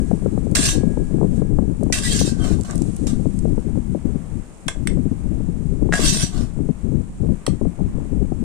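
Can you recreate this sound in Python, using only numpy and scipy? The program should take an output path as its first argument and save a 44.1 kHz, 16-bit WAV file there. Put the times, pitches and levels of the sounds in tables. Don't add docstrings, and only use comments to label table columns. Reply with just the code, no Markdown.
import sys
import numpy as np
from scipy import signal
from scipy.fft import rfft, irfft, next_fast_len
from scipy.io import wavfile
from scipy.ndimage import uniform_filter1d, map_coordinates

SR = 44100
rng = np.random.default_rng(int(sys.argv[2]) if len(sys.argv) > 2 else 0)


def transcribe(signal):
    frames = np.atleast_2d(signal).T
    limited = np.clip(frames, -1, 1)
    pcm = np.round(limited * 32767).astype(np.int16)
    wavfile.write(sys.argv[1], SR, pcm)


N = 372200
T = np.arange(N) / SR

# time in seconds, crack level in dB, blade ring level in dB,
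# pitch of the touched spot's ping in Hz, ping level in dB over the crack level.
LANDINGS = [(0.552, -4.5, -26, 2130, -23), (.559, -17.5, -18, 2760, -2), (1.925, -6, -35, 1950, -13),
            (1.94, -23.5, -47, 2660, 1), (3.069, -22, -56, 5470, -14), (5.925, -27.5, -12.5, 1840, 2),
            (5.9377, -16, -13.5, 707, -3)]
# pitch in Hz, relative level in dB, time to fall by 60 dB in seconds.
SPATULA_MODES = [(3168, -3, .1), (5440, -6, .11), (5862, -3, .13), (6023, -3, .13), (7400, -1, .12),
                 (7721, -1, .15), (7953, -3, .13), (8258, -1, .11), (8662, -2, .15), (8817, -3, .13),
                 (8963, -2, .12)]
PUSH_SAG_DB_PER_S, PUSH_FALL_DB_PER_S = 14, 271


def amp(db):
    return 10 ** (np.asarray(db) / 20)


def unit(x):
    return x / np.sqrt(np.mean(x ** 2) + 1e-20)


def along(points, hz):
    f, v = np.transpose(points)
    return np.interp(np.log(hz + 1), np.log(f + 1), v)


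def curves(rows):
    s, *cols = np.transpose(rows)
    return [np.interp(T, s, c) for c in cols]


def wobble(rate):
    knots = rng.standard_normal(int(N * rate / SR) + 4)
    return map_coordinates(knots, [T * rate], order=2)


def envelope(start, rise, length, sag, fall):
    t = np.maximum(T - start, 0)
    return np.minimum(t / rise, 1) * amp(-sag * t - fall * np.maximum(t - length, 0))


def add(track, s, sound):
    part = track[..., max(round(s * SR), 0):][..., :sound.shape[-1]]
    part += sound[..., :part.shape[-1]]


def filtered(x, response):
    n = x.shape[-1]
    m = next_fast_len(n + 8192)
    return irfft(rfft(x, m) * response(np.fft.rfftfreq(m, 1 / SR)), m)[..., :n]


def coloured(x, spectrum):
    return unit(filtered(x, lambda hz: amp(along(spectrum, hz))))


def spread(pair):
    # frequency in Hz, likeness of left and right from 0 to 1.
    likeness = [(100, 1), (700, 0.33), (1600, 0.039), (3200, 0), (12000, 0)]
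    turn = lambda hz: np.arccos(np.clip(along(likeness, hz), -1, 1)) / 2
    mid, side = filtered(pair, lambda hz: np.array([np.cos(turn(hz)), np.sin(turn(hz))]))
    return np.array([mid + side, mid - side])


def grainy(rate, size_db):
    sizes = (rng.random(N) < rate / SR) * amp(size_db * np.minimum(rng.exponential(size=N), 4))
    power = np.convolve(sizes ** 2, np.exp(-np.arange(64) / 10))[:N]
    return unit(np.sqrt(power) * rng.standard_normal((2, N)))


def burst(spectrum, t60):
    t = T[:SR // 4]
    noise = spread(rng.standard_normal((2, len(t))))
    return coloured(noise, spectrum) * amp(-60 * t / t60)


def ring(modes):
    t = T[:int(SR * min(2, 2 * max(t60 for *_, t60 in modes)))]
    out = np.zeros((2, len(t)))
    for hz, db, t60 in modes:
        phase = rng.normal(0, hz / 5000, (2, 1))
        strength = amp(db + rng.normal() - 60 * t / t60)
        out += strength * np.sin(2 * np.pi * hz * t + phase)
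    return out


def shimmer(x, t60, count):
    t = T[:SR // 4]
    hz = rng.uniform(2400, 15000, (count, 1))
    weights = rng.standard_normal((2, count))
    response = weights @ np.sin(2 * np.pi * hz * t) * amp(-60 * t / t60)
    return signal.fftconvolve(x, response / np.linalg.norm(response[0]), axes=1)[:, :N]


def resonate(x, peaks, bend):
    hz, s, z = signal.stft(x, SR, nperseg=1024)
    pitch = np.interp(s, T, bend)
    gain = 0
    for f, width, db in peaks:
        distance = (hz[:, None] - f * pitch) / (width / 2)
        gain = gain + amp(db) / (1 + distance ** 2)
    return unit(signal.istft(z * gain, nperseg=1024)[1][:, :N])


def crossing(x):
    depth = .014
    z = signal.stft(x, nperseg=512)[2]
    rows, cols = np.indices(z.shape[1:])
    drift = 1 + depth * wobble(14)[np.linspace(0, N - 1, z.shape[2]).astype(int)]
    field = map_coordinates(rng.standard_normal(z.shape[1:]), [rows * drift / 2, cols / 6], order=2)
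    gain = np.hypot(np.tanh(.7 * field), .08)
    return unit(signal.istft(z * gain, nperseg=512)[1][:, :N])


def scrape():
    # start in seconds, rise in seconds,
    # length in seconds, rasp level in dB, level in dB of the groan of the pressed wall.
    pushes = [(0.548, 0.0057, 0.08, -32, -34.5), (0.632, 0.0086, 0.061, -29, -37.5),
              (1.925, 0.0041, 0.038, -32, -36), (2, 0.048, 0.22, -34, -44.5),
              (2.183, 0.011, 0.015, -30, -49), (2.225, 0.028, 0.057, -40.5, -48),
              (2.362, 0.068, .08, -47, -37.5), (2.417, .02, 0.094, -45.5, -38.5),
              (2.646, 0.0033, 0.005, -49, -39), (2.676, 0.014, 0.049, -55, -39),
              (3.068, 0.0036, 0.004, -43, -40), (3.08, .004, .02, -50.5, -50),
              (5.919, 0.013, 0.13, -38, -33.5), (5.962, 0.078, 0.18, -29.5, -42),
              (6.116, 0.024, 0.12, -34.5, -41.5), (6.302, 0.057, 0.12, -51, -44)]
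    # pitch in Hz before it bends, width in Hz, relative level in dB.
    sliding = [(1666, 125, 2.5), (2060, 400, -7.5), (2740, 84, 3), (3220, 44, 7), (4570, 420, 0),
               (5700, 290, 2), (6320, 150, 2), (7370, 160, 5), (7800, 82, 6.5), (8750, 260, -1)]
    # pitch in Hz before it wavers, width in Hz,
    # relative level in dB.
    groan = [(668, 80, 3.5), (1130, 200, -3), (1520, 110, -6), (2050, 400, -17)]
    # frequency in Hz, relative level in dB.
    rasp_colour = [(300, -28), (1000, -51), (2300, -8), (3100, -6.5), (4000, -3.5), (5000, -5.5),
                   (6000, -6.5), (7500, -4.5), (9000, -3.5), (10000, -14), (11300, -23.5), (12500, -16),
                   (15000, -29.5)]
    sink_per_s2 = 0.193

    rasp, press, bend = np.zeros(N), np.zeros(N), np.ones(N)
    for s, rise, length, rasp_db, press_db in pushes:
        contact = envelope(s, rise, length, PUSH_SAG_DB_PER_S, PUSH_FALL_DB_PER_S)
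        rasp = np.maximum(rasp, contact * amp(rasp_db))
        press = np.maximum(press, contact * amp(press_db))
    for landing, *_ in LANDINGS:
        bend = np.where(T > landing, 1 - sink_per_s2 * np.clip(T - landing, 0, 1) ** 2, bend)

    waver = 1 + .024 * wobble(16)
    judder = amp(1.9 * wobble(190))
    hand = amp(.7 * wobble(28))
    unevenness = hand * judder
    edge = rasp * unevenness * crossing(coloured(grainy(rate=3300, size_db=1.5), rasp_colour))
    catches = spread(grainy(rate=2000, size_db=3.5))
    blade = rasp * unevenness * crossing(resonate(catches, sliding, bend * waver))
    wall = press * unevenness * resonate(catches, groan, waver)
    afterring = shimmer(edge, t60=0.07, count=1200)
    modes = ring(SPATULA_MODES)[:, :SR // 4]
    singing = signal.fftconvolve(edge, modes / np.linalg.norm(modes[0]), axes=1)[:, :N]
    return amp(3.5) * edge + amp(0.5) * afterring + amp(-5.5) * singing + amp(3.0) * blade + wall


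def grate(length, first_hz, last_hz, width):
    t = T[:round((length + .15) * SR)]
    phase = 2 * np.pi * np.cumsum(np.interp(t, [0, length], [first_hz, last_hz])) / SR
    knots = rng.standard_normal((4, 1024))
    place = t * width * first_hz
    tremble = np.array([map_coordinates(k, [place], order=2, mode="wrap") for k in knots])
    return tremble[:2] * np.cos(phase) + tremble[2:] * np.sin(phase)


def partials():
    # start in seconds, length in seconds, first pitch in Hz, last pitch in Hz, level in dB.
    bites = [(.62, .05, 1720, 1650, -32), (.625, .04, 2850, 2700, -38), (.662, .045, 6100, 5900, -28),
             (2.04, .04, 1990, 1940, -33), (2.088, .045, 3190, 3260, -32), (2.115, .07, 1680, 1620, -37),
             (2.1, .05, 4400, 4600, -33), (2.19, .025, 6200, 6050, -28), (2.25, .2, 1570, 1520, -47),
             (2.395, .065, 3200, 3080, -43), (6.05, .033, 3200, 3380, -30), (6.05, .06, 5850, 5980, -25),
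             (6.135, .04, 5600, 5750, -31), (6.21, .03, 5950, 5850, -29)]
    rise_s, width = .012, .04
    out = np.zeros((2, N))
    for s, length, first_hz, last_hz, db in bites:
        tone = grate(length, first_hz, last_hz, width)
        shape = envelope(0, rise_s, length, PUSH_SAG_DB_PER_S, fall=1400)
        add(out, s, amp(db) * tone * shape[:tone.shape[1]])
    return out


def clinks():
    # pitch in Hz, relative level in dB,
    # time to fall by 60 dB in seconds.
    blade_modes = [(665, -13, .12), (740, -14, .08), (875, -16, .1), (1470, -7, .07), (1535, -7, .08),
                   (1653, 0, .13), (1760, -7, .05), (1860, -5, .07), (1960, -10, .05), (2641, -16, .12)]
    # pitch in Hz, relative level in dB, time to fall by 60 dB in seconds.
    wall_modes = [(1098, -17, 1.5), (1653, -4.5, 1.7), (1664, -16, 1.4), (2299, -13, 1.6)]
    # start in seconds, level in dB.
    hums = [(0, -53), (.553, -38.5), (1.37, -54), (1.925, -48), (5.925, -53)]
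    # frequency in Hz, relative level in dB.
    strike_colour = [(300, 1), (700, -56), (1600, -2.5), (2700, -5), (3700, -12), (4500, -2), (6000, -1),
                     (8500, -0.5), (10000, -10.5), (11500, -26), (15000, -19)]
    chatter, chatter_per_s = .35, 170

    cracks, tones = np.zeros((2, N)), np.zeros((2, N))
    for s, db, blade_db, ping_hz, ping_db in LANDINGS:
        add(cracks, s, amp(db - 8.5) * burst(strike_colour, t60=0.046))
        clang = ring(blade_modes)
        rattle = 1 + chatter * wobble(chatter_per_s)[:clang.shape[1]]
        add(tones, s, amp(blade_db - 6.5) * clang * rattle)
        add(tones, s, ring([(ping_hz, db + ping_db, .06)]))
    for s, db in hums:
        hum = ring(wall_modes)
        waver_db = 1.5 * wobble(14)[:hum.shape[1]]
        add(tones, s, amp(db + waver_db) * hum)
    return cracks + amp(-1.5) * shimmer(cracks, t60=0.04, count=200) + tones


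def clacks():
    # time in seconds, knock level in dB, then over that level the plate ring in dB and spatula
    # ring in dB; the touched spot's low ping in Hz and dB over the knock, its high ping in Hz and dB likewise.
    knocks = [(4.6822, -11.5, -5, 10, 3400, -2.5, 7300, -8), (4.6852, -12.5, 8.5, -6, 1190, -9, 1660, -2.5),
              (4.873, -11, -11, -6, 2130, -7.5, 8500, -6), (7.4652, -12, -23, -6, 4300, -9, 8090, -2.5),
              (7.4665, -24, -20, -8, 1140, 6, 3180, 1), (7.467, -26.5, -22, -10, 1900, 1.5, 5530, 1)]
    # pitch in Hz, relative level in dB,
    # time to fall by 60 dB in seconds.
    plate_modes = [(668, -3, .11), (790, -5, .04), (1061, -1, .06), (1577, -7, .1), (1890, -3, .05),
                   (2110, 2, .08), (2230, -3, .06), (2610, -7, .05), (3370, 3, .05), (3480, 2, .035),
                   (7380, -4, .1)]
    # frequency in Hz, relative level in dB.
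    knock_colour = [(300, -21), (700, -26), (1100, 0.5), (1900, 9.5), (2450, 5.5), (3200, 9), (3800, 3),
                    (4400, -4), (5500, 5), (6700, -5), (8300, 12.5), (9500, -1), (11000, -15), (15000, -24)]

    cracks, tones = np.zeros((2, N)), np.zeros((2, N))
    for s, db, plate_db, spatula_db, low_hz, low_db, high_hz, high_db in knocks:
        add(cracks, s, amp(db - 5.0) * burst(knock_colour, t60=0.015))
        add(tones, s, amp(db + plate_db - 28.0) * ring(plate_modes))
        add(tones, s, amp(db + spatula_db - 38) * ring(SPATULA_MODES))
        add(tones, s, ring([(low_hz, db + low_db, .013), (high_hz, db + high_db, .013)]))
    return cracks + tones + amp(-12) * shimmer(cracks, t60=.05, count=200)


def oil():
    # time in seconds, sizzle level in dB.
    frying = [(0, -53), (.5, -56.5), (.9, -54.5), (1.3, -57), (1.37, -51), (1.44, -58.5), (2.3, -57),
              (2.6, -53), (2.8, -49.5), (3.2, -54), (3.9, -58), (8.44, -59.5)]
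    # frequency in Hz, relative level in dB.
    sizzle_colour = [(2500, -9), (5000, -10), (6500, -4.5), (7800, -1), (9100, 1), (10200, -14.5),
                     (13500, -26), (15000, -51)]
    # time in seconds, level in dB, pitch in Hz.
    spits = [(0.514, -28, 9100), (1.834, -25.5, 9200), (2.611, -21, 8260), (2.635, -25, 7800),
             (2.71, -18.5, 7600), (2.756, -19, 8800), (2.779, -21, 8500), (2.82, -18, 7840),
             (2.965, -23.5, 9450), (3.39, -23.5, 8600)]

    heat_db, = curves(frying)
    out = amp(heat_db + 2.5) * coloured(grainy(rate=4600, size_db=-0.5), sizzle_colour)
    for s, db, hz in spits:
        pop = [(hz / 4, -25), (hz * .7, -11), (hz, 0), (hz * 1.3, -19), (hz * 1.8, -34)]
        add(out, s, amp(db - 8.0) * burst(pop, t60=0.014))
    return out


def burner():
    # frequency in Hz, relative level in dB.
    flame_colour = [(25, 18.5), (60, 12.5), (120, -12), (170, 8), (220, 8.5), (300, 6.5), (500, 3),
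                    (1000, -3), (1500, -9), (2400, -12), (4500, -27.5), (9000, -33), (15000, -34.5)]
    roar = coloured(spread(rng.standard_normal((2, N))), flame_colour)
    return amp(-43.5 + 0.72 * wobble(4.6)) * roar


def turbulence(spectrum, span):
    x = coloured(rng.standard_normal(N), spectrum)
    return x / np.sqrt(abs(uniform_filter1d(x ** 2, max(int(span * SR), 2))) + 0.0057)


def airflow():
    # time in seconds, buffet level in dB.
    calm = [(0, -26.5), (2, -26), (3.5, -39), (4.2, -29.5), (4.55, -47.5), (5.2, -30), (6.2, -29),
            (7.5, -43), (8.44, -25)]
    # start in seconds, length in seconds, buffet level in dB.
    puffs = [(-.02, 0.16, -22), (0.315, 0.12, -23), (0.494, 0.24, -22.5), (0.743, 0.28, -20.5),
             (1.092, 0.52, -21), (1.501, 0.22, -19.5), (1.789, 0.074, -20), (2.04, 0.35, -23.5),
             (2.383, 0.22, -19.5), (2.735, 0.2, -24), (2.983, 0.33, -22), (3.336, 0.25, -22),
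             (3.638, 0.058, -23), (3.722, 0.08, -23.5), (3.842, 0.089, -24.5), (4.038, 0.11, -23.5),
             (4.313, 0.072, -25), (4.656, 0.033, -28), (4.746, 0.09, -25.5), (4.85, 0.22, -21.5),
             (5.236, 0.32, -23.5), (5.643, 0.14, -22), (5.809, 0.14, -20), (5.993, 0.18, -20.5),
             (6.338, .12, -19.5), (6.56, 0.1, -24), (6.829, 0.19, -23.5), (7.196, 0.13, -22),
             (7.474, 0.053, -19.5), (7.61, 0.061, -19), (7.774, 0.08, -22), (7.935, 0.078, -25.5),
             (8.106, 0.15, -20.5)]
    # start in seconds, length in seconds, buffet level in dB.
    lee_swells = [(0, 0.81, -37), (0.728, 0.048, -27), (0.944, 0.077, -31), (1.3, 0.53, -39),
                  (1.998, 0.62, -36), (2.7, 0.34, -38), (3.554, 0.48, -39), (4.85, 0.33, -33.5),
                  (5.306, 0.48, -39), (5.752, 0.16, -33), (6.15, 0.12, -36), (7.085, 0.059, -29),
                  (7.8, 0.21, -35), (8.146, 0.33, -41)]
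    lee_calm_db = -58
    left, right = amp(curves(calm)[0]), np.full(N, amp(lee_calm_db))
    for s, length, db in puffs:
        puff = envelope(s, rise=0.0087, length=length, sag=7, fall=246)
        left = np.maximum(left, amp(db) * puff)
    for s, length, db in lee_swells:
        swell = envelope(s, rise=0.023, length=length, sag=10, fall=73)
        right = np.maximum(right, amp(db) * swell)
    return left, right


def wind():
    # frequency in Hz, relative level in dB.
    buffet_colour, flutter_colour = [(10, -5.5), (30, 0), (60, -2), (110, -8), (180, -3.5), (250, -10.5),
                                     (350, -20.5), (600, -70), (1200, -88)], [(100, -6.5), (200, -2), (300, -1), (400, -4),
                                                     (550, -16), (800, -29.5), (1300, -53.5), (2500, -79)]
    eddy_colour, wake_colour = [(40, -13), (200, 2), (400, 6.5), (700, -9), (1100, -30.5), (1700, -71),
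                                (3500, -61)], [(40, -19), (150, -0.5), (240, -2), (380, -13), (700, -39.5),
                                              (1500, -82)]
    # time in seconds, level of the flutter over the buffet in dB.
    brisk = [(0, -11), (2.6, -11.5), (3.4, -16.5), (5.3, -15), (8.44, -15.5)]
    # time in seconds, level in dB.
    sharp_eddies = [(0.113, -17.5), (0.261, -15), (0.377, -19), (0.469, -23), (0.833, -17), (0.973, -20),
                    (1.212, -17), (1.229, -17), (1.243, -17.5), (1.42, -18), (1.587, -13.5), (1.829, -16.5),
                    (1.864, -21), (1.901, -19), (2.213, -15.5), (2.274, -18), (2.445, -22), (3.257, -22),
                    (3.454, -19), (3.578, -21.5), (3.948, -21), (5.403, -22), (5.891, -19), (5.993, -18.5),
                    (6.689, -23), (7.289, -23), (7.479, -16), (7.613, -17), (8.321, -19)]
    # start in seconds, level in dB.
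    thumps = [(0.129, -11), (.335, -16), (.515, -12.5), (0.591, -13.5), (0.669, -18), (.768, -15),
              (0.866, -10.5), (1.14, -9.5), (1.162, -27), (1.288, -22), (1.375, -12.5), (1.396, -19.5),
              (1.585, -12), (1.677, -16), (2.067, -19.5), (2.147, -12), (2.317, -14), (2.41, -13),
              (2.504, -11.5), (2.522, -18.5), (2.751, -15), (2.808, -11.5), (2.88, -15), (3.051, -16.5),
              (3.128, -13), (3.258, -11), (3.52, -14), (3.666, -17), (3.772, -17), (4.048, -13),
              (4.155, -14), (4.952, -18.5), (4.984, -15.5), (5.052, -12), (5.113, -13), (5.312, -20.5),
              (5.485, -15), (5.723, -18), (5.821, -12.5), (5.857, -18), (6.038, -13), (6.228, -11.5),
              (6.602, -14.5), (6.69, -10.5), (6.947, -12.5), (7.298, -15), (7.81, -14), (8.218, -15)]
    flutter_grows, flutter_ref_db = 0.74, -23.5
    small_per_s, small_db = 4, -5.5
    core_s, core_db = .00034, -2

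    flow, lee = airflow()
    flow = flow * amp(1.89 * wobble(24))
    left = amp(5.0) * flow * turbulence(buffet_colour, span=0.0444)
    lumps = amp(8 * np.tanh(.8 * wobble(75)))
    flutter = flow * (flow / amp(flutter_ref_db)) ** flutter_grows * amp(curves(brisk)[0])
    left += amp(6.0) * flutter * lumps * turbulence(flutter_colour, span=0.017)

    t = T[:SR // 10]
    swell = lambda rise: t / rise * np.exp(1 - t / rise)
    swirl = coloured(turbulence(eddy_colour, span=.005), [(1300, 0), (2000, -18), (4000, -60)])
    wake = turbulence(wake_colour, span=0.046)
    small = np.flatnonzero(rng.random(N - len(t)) < small_per_s / SR)
    eddies = [(s, amp(db)) for s, db in sharp_eddies]
    eddies += [(T[i], flow[i] * amp(small_db)) for i in small]
    for s, size in eddies:
        now = slice(round(s * SR), round(s * SR) + len(t))
        eddy = amp(-12.5) * unit(swell(.0025) * swirl[now])
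        eddy += amp(-11) * unit(swell(.009) * wake[now])
        u = (t - .002) / (core_s * rng.uniform(.8, 1.3))
        core = -u * np.exp((1 - u ** 2) / 2)
        add(left, s - .001, size * (amp(3.0) * eddy + amp(core_db) * core))
    for s, db in thumps:
        now = slice(round(s * SR), round(s * SR) + len(t))
        add(left, s, amp(db - 8.5) * unit(swell(.006) * wake[now]))
    left = .8 * np.tanh(left / .8)
    right = lee * amp(5.3 * wobble(28)) * turbulence(buffet_colour, span=0.097)
    return np.array([left, right + amp(-40.0) * left])


def yard(x):
    # frequency in Hz, time to fall by 60 dB in seconds.
    yard_decay = [(300, 0.26), (3000, 0.21), (8000, 0.22), (14000, 0.085)]
    hz, t, z = signal.stft(rng.standard_normal((2, SR // 2)), SR, nperseg=256)
    fading = amp(-60 * t / along(yard_decay, hz)[:, None])
    tail = signal.istft(z * fading, SR, nperseg=256)[1]
    tail = np.pad(tail, ((0, 0), (SR // 200, 0)))
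    return signal.fftconvolve(x, tail / np.linalg.norm(tail[0]), axes=1)[:, :N]


def scene():
    wok = scrape() + partials() + clinks()
    plate = clacks()
    echo = amp(-7.5) * yard(wok + amp(-3.5) * plate)
    return wok + plate + echo + oil() + burner() + wind()


def record(dry):
    # frequency in Hz, left minus right in dB.
    port_tilt = [(1200, 3), (2500, -0.5), (5000, -2), (6600, -6), (7800, -11), (8500, -1.5), (9300, 8),
                 (10000, 14), (11000, 0)]
    top_hz = 15300
    ports = filtered(dry, lambda hz: amp(np.outer([1, -1], along(port_tilt, hz)) / 2))
    rounded = ports / (1 + (ports / .8) ** 6) ** (1 / 6)
    return filtered(rounded, lambda hz: 1 / (1 + (hz / top_hz) ** 100))


dry = scene()
out = record(dry)
transcribe(out)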